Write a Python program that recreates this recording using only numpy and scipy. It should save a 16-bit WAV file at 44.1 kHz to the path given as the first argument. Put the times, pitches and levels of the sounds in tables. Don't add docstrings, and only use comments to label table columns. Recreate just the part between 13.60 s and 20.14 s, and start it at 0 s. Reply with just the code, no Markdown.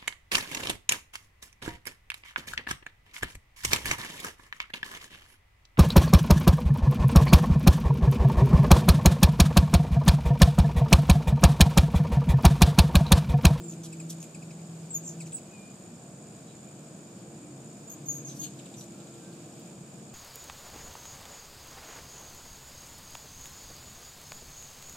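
import sys
import numpy as np
from scipy import signal
from scipy.fft import rfft, irfft, next_fast_len
from scipy.io import wavfile

SR = 44100
rng = np.random.default_rng(int(sys.argv[2]) if len(sys.argv) > 2 else 0)


def persist_wave(psi):
    counts = np.round(np.clip(psi, -1, 1) * 32767).astype(np.int16)
    wavfile.write(sys.argv[1], SR, np.atleast_2d(counts).T)


N = 288414
T = np.arange(N) / SR
CUTOFF_HZ = 15700

# frequency in Hz, relative density in dB per Hz.
RUMBLE_SPECTRUM = [(25, -38), (45, -26.5), (85, -17), (110, -6.5), (140, 0.5), (210, 0), (255, -7),
                   (305, -5), (410, -12.5), (540, -13), (680, -13), (880, -21.5), (1600, -27.5),
                   (2100, -33)]
# frequency in Hz, relative density in dB per Hz.
HISS_SPECTRUM = [(1700, -75), (2100, -13.5), (2420, -4), (2800, -6), (3850, -6), (4200, -10), (4600, -5),
                 (5400, -6.5), (5800, -9.5), (6400, -8), (9300, -18), (10000, -17), (11000, -15.5),
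                 (14200, -16), (14700, -34), (15200, -61)]
# time in seconds, level in dB.
HISS_LEVEL_CURVE = [(0, -60.5), (2.2, -62), (3.9, -62.5), (4.6, -60.2), (5.6, -60), (6.54, -61)]
RUSTLE_DB = .7
# frequency in Hz, level against the curve below in dB.
MACHINE_TONES = [(341.5, -4), (465, -9.5)]
# time in seconds, level in dB.
MACHINE_LEVEL_CURVE = [(0, -46.5), (.55, -63), (.8, -57.5), (1.65, -53.5), (2.4, -69), (3.6, -54),
                       (5, -56.5), (5.45, -50.5), (6.15, -55), (6.54, -58.5)]
# frequency in Hz, side minus mid in dB.
STEREO_WIDTH = [(60, -26), (92, -15), (140, -23.5), (210, -17.5), (330, -13.5), (500, -11), (770, -7),
                (1170, -2.5), (1790, -1), (2740, -3.5), (4190, -0.5), (6410, -1), (9810, -1), (15000, 0.5)]

# frequency in Hz, relative density in dB per Hz.
SWARM_SPECTRUM = [(6300, 2), (6600, 18), (7000, 18.5), (7400, 21.5), (8100, 20), (8400, 0), (8900, -14),
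                  (9400, -11)]
# centre in Hz, width in Hz, level in dB.
CRICKET_LINES = [(6720, 45, -69), (6890, 57, -73), (7500, 31, -76), (8130, 29, -70.5), (8520, 59, -66.5),
                 (9060, 91, -72)]
# centre in Hz, width in Hz, level in dB.
CHIRR_BANDS = [(2410, 210, -72.5), (3510, 220, -82.5), (4470, 130, -77.5), (5230, 120, -76),
               (6140, 180, -76)]

# time in seconds, pitch in Hz, level in dB.
SLURRED_WHISTLE_CURVE = [(1.9, 2520, -70), (1.92, 2515, -63), (1.95, 2485, -57.5), (1.97, 2430, -59),
                         (1.99, 2405, -60), (2.04, 2420, -62), (2.11, 2450, -63), (2.14, 2470, -73)]
# start in seconds, length in seconds, first pitch in Hz,
# last pitch in Hz, bend in the middle in Hz, peak level in dB, place of the peak 0-1.
LOW_WHISTLES = [(5.304, 0.43, 1387, 1370, -15, -70, 0), (5.612, 0.13, 1540, 1580, -2, -64.5, 0.4)]
WHISTLE_SWELL_DB, WHISTLE_BEND = 5, 0.77

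# start in seconds, length in seconds, hum pitch in Hz before drift and sag,
# level in dB, tilt of the overtones in dB per octave.
HOVERING_BIRDS = [(-.15, 0.89, 163.4, -42.5, 0.5), (.68, 1.14, 163.7, -43, -21), (3, 0.45, 139.7, -53.5, 4),
                  (3.6, 0.5, 149.8, -60.5, 16), (3.85, 0.43, 135, -52, 1.5),
                  (4.299, 0.84, 136.6, -47.5, 1.5), (4.2, 0.84, 152.5, -53.5, 12)]
# multiple of the hum pitch, level in dB before the tilt.
WING_PARTIALS = [(1, -1.5), (1.5, -18), (2, -12)]
HOVER_ARRIVE_S, HOVER_LEAVE_S, HOVER_SAG_HZ = 0.16, 0.16, 2.6

# start in seconds, first level in dB before the high-pass.
BRIGHT_TICKS = [(5.741, -55), (5.997, -46)]

# frequency in Hz, gain in dB.
OPEN_BEAK = [(2000, 9), (2600, -13.5), (4000, -12.5), (5200, -16), (6300, -4.5), (7600, -1), (9200, -11),
             (12000, -12.5), (14000, -17.5), (15600, -37), (17000, -50)]
# frequency in Hz, gain in dB.
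SHUT_BEAK = [(1800, -32), (2100, -17), (2400, -6), (2750, -11.5), (3400, -12), (4200, -12.5), (5200, -14),
             (6000, -14.5), (7500, -10), (9000, -16.5), (10500, -17), (12500, -22), (15500, -37)]
RIGHT_DELAY_MS = 0.035

# start in seconds, length in seconds, first pitch in Hz, last pitch in Hz,
# peak level in dB, place of the peak 0-1, dB per overtone, left minus right in dB,
# delay of the right channel in ms. The arch below is added to the pitch.
SQUEAL_CALLS = [(0.033, 0.041, 7440, 7330, -43, 0.2, 7, 2, 0.039),
                (1.305, 0.039, 7700, 7400, -37, 0.2, -4, 1, .043),
                (1.342, 0.041, 6900, 6560, -29, 0.54, 1.5, 2, 0.048),
                (1.729, 0.038, 7900, 7730, -31.3, 0.7, 11, -1, .043),
                (4.274, 0.023, 7100, 7140, -46, 0.3, -10, -3, 0.038),
                (4.297, 0.05, 6490, 6760, -41, 0.1, 3.5, 2.5, 0.065),
                (4.456, 0.029, 6440, 6540, -46.5, 0.9, 4.5, 1, 0.055),
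                (4.485, 0.041, 6656, 6640, -28, 0.05, -9, -0.5, 0.051),
                (4.534, .068, 6640, 6550, -37.5, .5, -7, 3, .053),
                (4.497, 0.081, 6220, 6290, -43.5, 0.4, 5, 1, 0.054),
                (4.648, 0.014, 6500, 6530, -37.5, 0.1, -13, 2, 0.058),
                (4.793, 0.077, 6485, 6610, -36.5, 0.5, -1, 4.5, 0.064)]
SQUEAL_RISE_DB, SQUEAL_FALL_DB, SQUEAL_ARCH_HZ = 2.5, 8.5, 39.8

# start in seconds, length in seconds, first and last swoops per second,
# top pitch in Hz before the sag, first dip in Hz, last dip in Hz, place 0-1 where the dips change depth,
# peak level in dB, place of the peak 0-1, dB per overtone, downstroke in dB, narrowness of the dips,
# push in a dip in dB per octave of plunge.
TRILL_CALLS = [(0.081, .062, 72, 72, 7250, 6850, 2700, .42, -36.5, .1, -9, -18, 2.6, 9),
               (0.6015, 0.044, 76, 72, 7050, 5400, 2400, .48, -40, .08, -8, -14, 2.0, 12),
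               (1.4355, .104, 74, 59, 7650, 5700, 4200, .62, -36.3, .44, -14, -2, 1.5, 6),
               (4.656, 0.085, 72, 69, 6680, 6000, 3000, .34, -37, 0.3, -15, -9, 3.0, 11)]
TRILL_RISE_DB, TRILL_FALL_DB = 11, 16.5
TRILL_SAG = 0.099
TRILL_BREAK_WIDTH = 0.078
TRILL_FLARE_DB = 8.5

# start in seconds, length in seconds, swoops per second, first top in Hz,
# last top in Hz, first dip in Hz, last dip in Hz, peak level in dB, dB per overtone.
BUZZ_CALLS = [(0.2329, 0.04, 191, 6300, 5400, 3200, 2500, -35.5, -2.5),
              (0.493, 0.041, 188, 6300, 5200, 3200, 2450, -36, 0),
              (2.87, 0.065, 180, 4170, 3900, 2810, 2480, -51, -13),
              (4.742, 0.066, 205, 6120, 6140, 4700, 3900, -46, 0),
              (4.8098, .068, 207, 4900, 4300, 2950, 2450, -37.2, -5.5),
              (5.165, 0.08, 160, 6300, 6100, 5400, 3600, -43.5, -4)]
BUZZ_RISE_DB, BUZZ_FALL_DB, BUZZ_PEAK = 8, 9, 0.35
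BUZZ_NOTCH, BUZZ_DOWNSTROKE_DB = .85, -1

# start in seconds, length in seconds, first pitch in Hz, last pitch in Hz,
# peak level in dB, bend (above 1 the fall gathers speed, below 1 it flattens), dB per overtone,
# beak resonance in Hz.
RICH_CHIPS = [(0.133, .006, 2900, 2350, -49, 1, 0, 7400), (0.626, .006, 2750, 2550, -46.5, 1, 1.5, 6200),
              (0.638, .006, 2600, 2200, -50, 1, 1, 7400), (0.323, .02, 2700, 2080, -43.5, 1.6, 0, 7800),
              (0.396, 0.022, 2630, 2000, -44.5, 1.5, .5, 7600),
              (0.744, 0.019, 2700, 1880, -43.5, 1.3, -.5, 7700),
              (.821, .018, 2680, 1850, -45.5, 1.4, -1.5, 7000),
              (0.904, 0.015, 2750, 1850, -44, 1.2, -3.5, 5800), (0.99, .014, 2500, 1800, -53, 1, -1, 7400),
              (1.378, 0.006, 6600, 4600, -46, 1, -3, 7000), (1.600, 0.027, 2880, 1780, -40.5, .9, 0, 7800),
              (1.658, .023, 3400, 1800, -47, .8, 1.5, 6600), (1.719, .012, 4600, 1950, -42.5, .8, 0, 7700),
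              (1.766, .008, 7700, 3100, -42.5, 1, 3, 7200), (1.779, .012, 3000, 1950, -48, .9, 1.8, 7800)]
# start in seconds, length in seconds,
# first pitch in Hz, last pitch in Hz, peak level in dB.
FOLIAGE_CHIPS = [(2.355, .012, 5660, 4700, -52), (4.988, 0.013, 4700, 2270, -42),
                 (5.055, 0.014, 4540, 2270, -43), (5.139, 0.0083, 4440, 2630, -43),
                 (5.208, 0.008, 4780, 2490, -44), (5.398, .012, 4820, 2600, -48),
                 (5.468, .012, 4920, 2580, -50), (5.54, 0.011, 4410, 2600, -50),
                 (5.644, 0.0097, 4810, 2600, -50), (5.724, 0.014, 5220, 2520, -49),
                 (5.97, 0.011, 5240, 3440, -55), (6.492, 0.012, 4840, 2630, -49)]
DEEP_CHIP_BEND, DEEP_CHIP_OVERTONE_DB, DEEP_CHIP_BEAK_HZ = .8, -5, 7400
CHIP_RISE_DB, CHIP_FALL_DB, CHIP_PEAK = 12, 10, .25
CHIP_RESONANCE_DB, CHIP_RESONANCE_WIDTH_HZ = 13, 650

# delay to the left channel in ms,
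# delay to the right channel in ms, relative level in dB.
REFLECTIONS = [(2.27, 10, -21), (6.144, 3.1, 0), (9.7, 17, -2.5), (15.76, 15.6, -18.5), (22.3, 22, -12)]
TAIL_CUT_HZ = 11000


def from_db(db):
    return 10 ** (np.asarray(db) / 20)


def rms_one(x):
    return x / np.sqrt(np.mean(x ** 2) + 1e-20)


def at_hz(points, hz):
    f, value = np.transpose(points)
    return np.interp(np.log(np.maximum(hz, 1)), np.log(f), value)


def follow(rows):
    s, *columns = np.transpose(rows)
    t = T[(T >= s.min()) & (T <= s.max())]
    return [t] + [np.interp(t, s, c) for c in columns]


def span(start, length):
    return follow([(start, 0), (start + length, 1)])


def drift(t, rate):
    knots = rng.standard_normal(8192)
    return np.interp((t - t[0]) * rate, np.arange(len(knots)), knots)


def fade(t, edge_s):
    return np.sin(np.pi / 2 * np.clip(np.minimum(t - t[0], t[-1] - t) / edge_s, 0, 1)) ** 2


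def swell(progress, peak, rise_db, fall_db):
    return np.interp(progress, [0, np.clip(peak, .01, .99), 1], [-rise_db, 0, -fall_db])


def slur(progress, first_hz, last_hz, bend_hz=0):
    return first_hz + (last_hz - first_hz) * progress + bend_hz * np.sin(np.pi * progress)


def add(out, t, sound):
    start = int(round(t[0] * SR))
    out[:, start:start + len(t)] += sound


def noise(gain_at):
    size = next_fast_len(N)
    hz = np.arange(size // 2 + 1) * SR / size
    mid, side = rfft(rng.standard_normal((2, size))) * gain_at(hz)
    opposed_side = side * from_db(at_hz(STEREO_WIDTH, hz)) * np.array([[1], [-1]])
    return rms_one(irfft(mid + opposed_side, size)[:, :N])


def outdoors(rumble_db=-47, waver_hz=2.06, waver_db=2.5):
    rumble = noise(lambda hz: from_db(at_hz(RUMBLE_SPECTRUM, hz)) / (1 + (hz / 2600) ** 8))
    hiss = noise(lambda hz: from_db(at_hz(HISS_SPECTRUM, hz)))
    hiss_db = np.interp(T, *np.transpose(HISS_LEVEL_CURVE)) + RUSTLE_DB * drift(T, 12)
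    out = from_db(rumble_db) * rumble + from_db(hiss_db) * hiss
    hum_db = np.interp(T, *np.transpose(MACHINE_LEVEL_CURVE))
    for hz, tone_db in MACHINE_TONES:
        phase = 2 * np.pi * np.cumsum(hz + waver_hz * drift(T, 8)) / SR
        level_db = hum_db + tone_db + waver_db * drift(T, 7)
        out = out + np.sqrt(2) * from_db(level_db) * np.sin(phase)
    return out


def insect_chorus(swarm_db=-59, rasp_db=-69, rasp_hz=8800, rasp_width_hz=280, rasp_rate=21):
    low_hz, high_hz = SWARM_SPECTRUM[0][0], SWARM_SPECTRUM[-1][0]
    swarm = noise(lambda hz: from_db(at_hz(SWARM_SPECTRUM, hz)) * (hz > low_hz) * (hz < high_hz))
    out = from_db(swarm_db) * swarm
    for centre, width, db in CRICKET_LINES:
        out = out + from_db(db) * noise(lambda hz: 1 / (1 + ((hz - centre) / width) ** 2))
    throb = 1 + np.sin(2 * np.pi * rasp_rate * T + drift(T, 4.07))
    rasp = rms_one(throb * noise(lambda hz: np.exp(-((hz - rasp_hz) / rasp_width_hz) ** 2)))
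    return out + from_db(rasp_db) * rasp


def chirrs(flicker_db=2.8, flicker_rate=24):
    out = np.zeros((2, N))
    for centre, width, db in CHIRR_BANDS:
        band = noise(lambda hz: np.exp(-((hz - centre) / width) ** 2))
        out += from_db(db) * rms_one(from_db(flicker_db * drift(T, flicker_rate)) * band)
    return out


def near_cricket(base_db=-55.5, high_hz=7300, low_hz=6790, stroke_s=0.011, eager_from_s=3.6):
    spacing_s, rest_s = .015, .0093
    out, start = np.zeros((2, N)), 0
    for luck, slack, loud, detune in rng.random((200, 4)):
        strokes = 2 + (start > eager_from_s) * (int(luck > .55) + int(luck > .85))
        level_db = base_db + 4.6 * loud
        for _ in range(strokes):
            if start + stroke_s < T[-1]:
                t, hz = follow([(start, high_hz), (start + stroke_s, low_hz)])
                phase = 2 * np.pi * np.cumsum(hz + 60 * (detune - .5)) / SR
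                tone = np.sqrt(2) * np.sin(phase + np.array([[0], [.6]]))
                add(out, t, from_db(level_db) * fade(t, stroke_s / 2) * tone)
            start += spacing_s
        start += rest_s * (1 + .6 * slack ** 5)
    return out


def whistle(t, hz, level_db, waver=0.0012, waver_db=1.2):
    phase = 2 * np.pi * np.cumsum(hz * (1 + waver * drift(t, 110))) / SR
    return t, np.sqrt(2) * from_db(level_db + waver_db * drift(t, 46)) * fade(t, 0.013) * np.sin(phase)


def far_birds():
    out = np.zeros((2, N))
    add(out, *whistle(*follow(SLURRED_WHISTLE_CURVE)))
    for start, length, first_hz, last_hz, bend_hz, peak_db, peak in LOW_WHISTLES:
        t, progress = span(start, length)
        hz = slur(progress ** WHISTLE_BEND, first_hz, last_hz, bend_hz)
        level_db = peak_db + swell(progress, peak, WHISTLE_SWELL_DB, WHISTLE_SWELL_DB)
        add(out, *whistle(t, hz, level_db))
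    return out


def ticks(t60_s=0.013, low_hz=7000):
    out = np.zeros((2, N))
    high_pass = signal.butter(2, low_hz, "high", fs=SR)
    for start, level_db in BRIGHT_TICKS:
        t, progress = span(start, t60_s)
        snap = signal.lfilter(*high_pass, rng.standard_normal((2, len(t))))
        add(out, t, snap * from_db(level_db - 60 * progress))
    return out


def wings(wobble=0.0048, flutter_db=1.5):
    out = np.zeros((2, N))
    for start, length, hz, level_db, tilt_db in HOVERING_BIRDS:
        t, _ = span(start, length)
        arrived = np.clip((t - start) / HOVER_ARRIVE_S, 0, 1)
        staying = np.clip((start + length - t) / HOVER_LEAVE_S, 0, 1)
        beat_hz = (hz - HOVER_SAG_HZ * (1 - staying)) * (1 + wobble * drift(t, 15.5))
        phase = 2 * np.pi * np.cumsum(beat_hz) / SR
        hum = sum(from_db(db + tilt_db * np.log2(k)) * np.sin(k * phase) for k, db in WING_PARTIALS)
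        gain = arrived * staying * from_db(level_db + flutter_db * drift(t, 7.6))
        add(out, t, np.sqrt(2) * hum * gain)
    return out


def syrinx(t, hz, level_db, overtone_db, delay_ms, jitter, rasp, beak=OPEN_BEAK,
           shimmer_db=2.0, right_treble_db=7.0):
    hz = hz * (1 + jitter * drift(t, 716))
    phase = 2 * np.pi * (np.cumsum(hz) / SR - hz * np.array([[0], [delay_ms]]) / 1000)
    out = 0
    for k in range(1, 7):
        lean_db = right_treble_db * np.clip((k * hz - 8000) / 4000, 0, 1) * np.array([[-.5], [.5]])
        harmonic_db = at_hz(beak, k * hz) + overtone_db * (k - 1) + lean_db
        out = out + from_db(harmonic_db) * (k * hz < SR / 2) * np.sin(k * phase)
    flutter = from_db(shimmer_db * drift(t, 440)) * (1 + rasp * drift(t, 2500))
    return np.sqrt(2) * out * from_db(level_db) * flutter * fade(t, .0007)


def swoops(t, rate, top_hz, dip_hz, notch, first_phase=0, stumble=0.023):
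    turns = first_phase + np.cumsum(rate * np.ones(len(t))) / SR
    arch = (turns + stumble * drift(t, np.mean(rate))) % 1
    falling = np.interp(arch, [0, .04, .5, .8, .94, 1], [.15, 0, 0, 1, 1, .15])
    depth = (1 - np.sin(np.pi * arch)) ** notch
    return top_hz + (dip_hz - top_hz) * depth, depth, falling


def chip(start, length, first_hz, last_hz, peak_db, bend, overtone_db, beak_hz):
    t, progress = span(start, length)
    hz = slur(progress ** bend, first_hz, last_hz)
    level_db = peak_db + swell(progress, CHIP_PEAK, CHIP_RISE_DB, CHIP_FALL_DB)
    grid_hz = np.geomspace(1500, 17000, 200)
    resonance_db = CHIP_RESONANCE_DB / (1 + ((grid_hz - beak_hz) / CHIP_RESONANCE_WIDTH_HZ) ** 2)
    beak = np.transpose([grid_hz, at_hz(SHUT_BEAK, grid_hz) + resonance_db])
    return t, syrinx(t, hz, level_db, overtone_db, RIGHT_DELAY_MS, jitter=.012, rasp=.24, beak=beak)


def chips():
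    out = np.zeros((2, N))
    for row in RICH_CHIPS:
        add(out, *chip(*row))
    for row in FOLIAGE_CHIPS:
        add(out, *chip(*row, DEEP_CHIP_BEND, DEEP_CHIP_OVERTONE_DB, DEEP_CHIP_BEAK_HZ))
    return out


def buzzes(uneven_db=2.5, uneven_dips=0.06):
    out = np.zeros((2, N))
    for (start, length, rate, first_top_hz, last_top_hz, first_dip_hz, last_dip_hz,
         peak_db, overtone_db) in BUZZ_CALLS:
        t, progress = span(start, length)
        top_hz = slur(progress, first_top_hz, last_top_hz)
        dip_hz = slur(progress, first_dip_hz, last_dip_hz) * (1 + uneven_dips * drift(t, rate))
        hz, _, falling = swoops(t, rate, top_hz, dip_hz, BUZZ_NOTCH, first_phase=.25)
        level_db = peak_db + swell(progress, BUZZ_PEAK, BUZZ_RISE_DB, BUZZ_FALL_DB)
        level_db = level_db + BUZZ_DOWNSTROKE_DB * falling + uneven_db * drift(t, rate)
        add(out, t, syrinx(t, hz, level_db, overtone_db, RIGHT_DELAY_MS, jitter=.016, rasp=.2))
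    return out


def trills():
    out = np.zeros((2, N))
    for (start, length, first_rate, last_rate, top_hz, first_dip_hz, last_dip_hz, breaks_at,
         peak_db, peak, overtone_db, downstroke_db, notch, push) in TRILL_CALLS:
        t, progress = span(start, length)
        broken = .5 + .5 * np.tanh(.5 * (progress - breaks_at) / TRILL_BREAK_WIDTH)
        dip_hz = first_dip_hz + (last_dip_hz - first_dip_hz) * broken
        sagging_top_hz = top_hz * (1 - TRILL_SAG * progress)
        rate = slur(progress, first_rate, last_rate)
        hz, depth, falling = swoops(t, rate, sagging_top_hz, dip_hz, notch)
        level_db = peak_db + swell(progress, peak, TRILL_RISE_DB, TRILL_FALL_DB)
        level_db = level_db + downstroke_db * falling + push * np.log2(top_hz / hz)
        bright_db = overtone_db + TRILL_FLARE_DB * depth ** .3
        add(out, t, syrinx(t, hz, level_db, bright_db, RIGHT_DELAY_MS, jitter=.009, rasp=.15))
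    return out


def squeals():
    out = np.zeros((2, N))
    for (start, length, first_hz, last_hz, peak_db, peak, overtone_db,
         pan_db, delay_ms) in SQUEAL_CALLS:
        t, progress = span(start, length)
        hz = slur(progress, first_hz, last_hz, SQUEAL_ARCH_HZ)
        level_db = peak_db + swell(progress, peak, SQUEAL_RISE_DB, SQUEAL_FALL_DB)
        level_db = level_db + pan_db * np.array([[.5], [-.5]])
        add(out, t, syrinx(t, hz, level_db, overtone_db, delay_ms, jitter=0.0057, rasp=0.057))
    return out


def hummingbirds():
    return squeals() + trills() + buzzes() + chips()


def garden(x, echoes_db, early_db, late_db, early_t60_s=0.14, late_t60_s=0.5):
    t = T[:SR // 2]
    response = np.zeros((2, len(t)))
    for level_db, t60_s, cut_hz in (early_db, early_t60_s, CUTOFF_HZ), (late_db, late_t60_s, TAIL_CUT_HZ):
        decay = from_db(-60 * t / t60_s) * np.minimum(t / 0.003, 1)
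        tail = rng.standard_normal((2, len(t))) * decay
        energy = np.sum(tail ** 2) / 2
        dull = signal.butter(2, cut_hz, fs=SR)
        response += from_db(level_db) * signal.lfilter(*dull, tail) / np.sqrt(energy)
    for left_ms, right_ms, echo_db in REFLECTIONS:
        delays = (np.array([left_ms, right_ms]) * SR / 1000).astype(int)
        response[[0, 1], delays] += from_db(echoes_db + echo_db)
    return x + signal.fftconvolve(x, response, axes=1)[:, :N]


def scene():
    background = outdoors() + insect_chorus() + chirrs() + near_cricket()
    far = garden(far_birds(), echoes_db=-12, early_db=-17, late_db=-15)
    calls, close = hummingbirds(), T < 2.2
    near_calls = garden(calls * close, echoes_db=-8, early_db=-12.5, late_db=-17)
    deep_calls = garden(calls * ~close, echoes_db=-3.5, early_db=-8.5, late_db=-10)
    return background + far + ticks() + wings() + deep_calls + near_calls


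def record(dry):
    low_pass = signal.ellip(10, .2, 80, CUTOFF_HZ, fs=SR, output="sos")
    return signal.sosfilt(low_pass, dry)


dry = scene()
out = record(dry)
persist_wave(out)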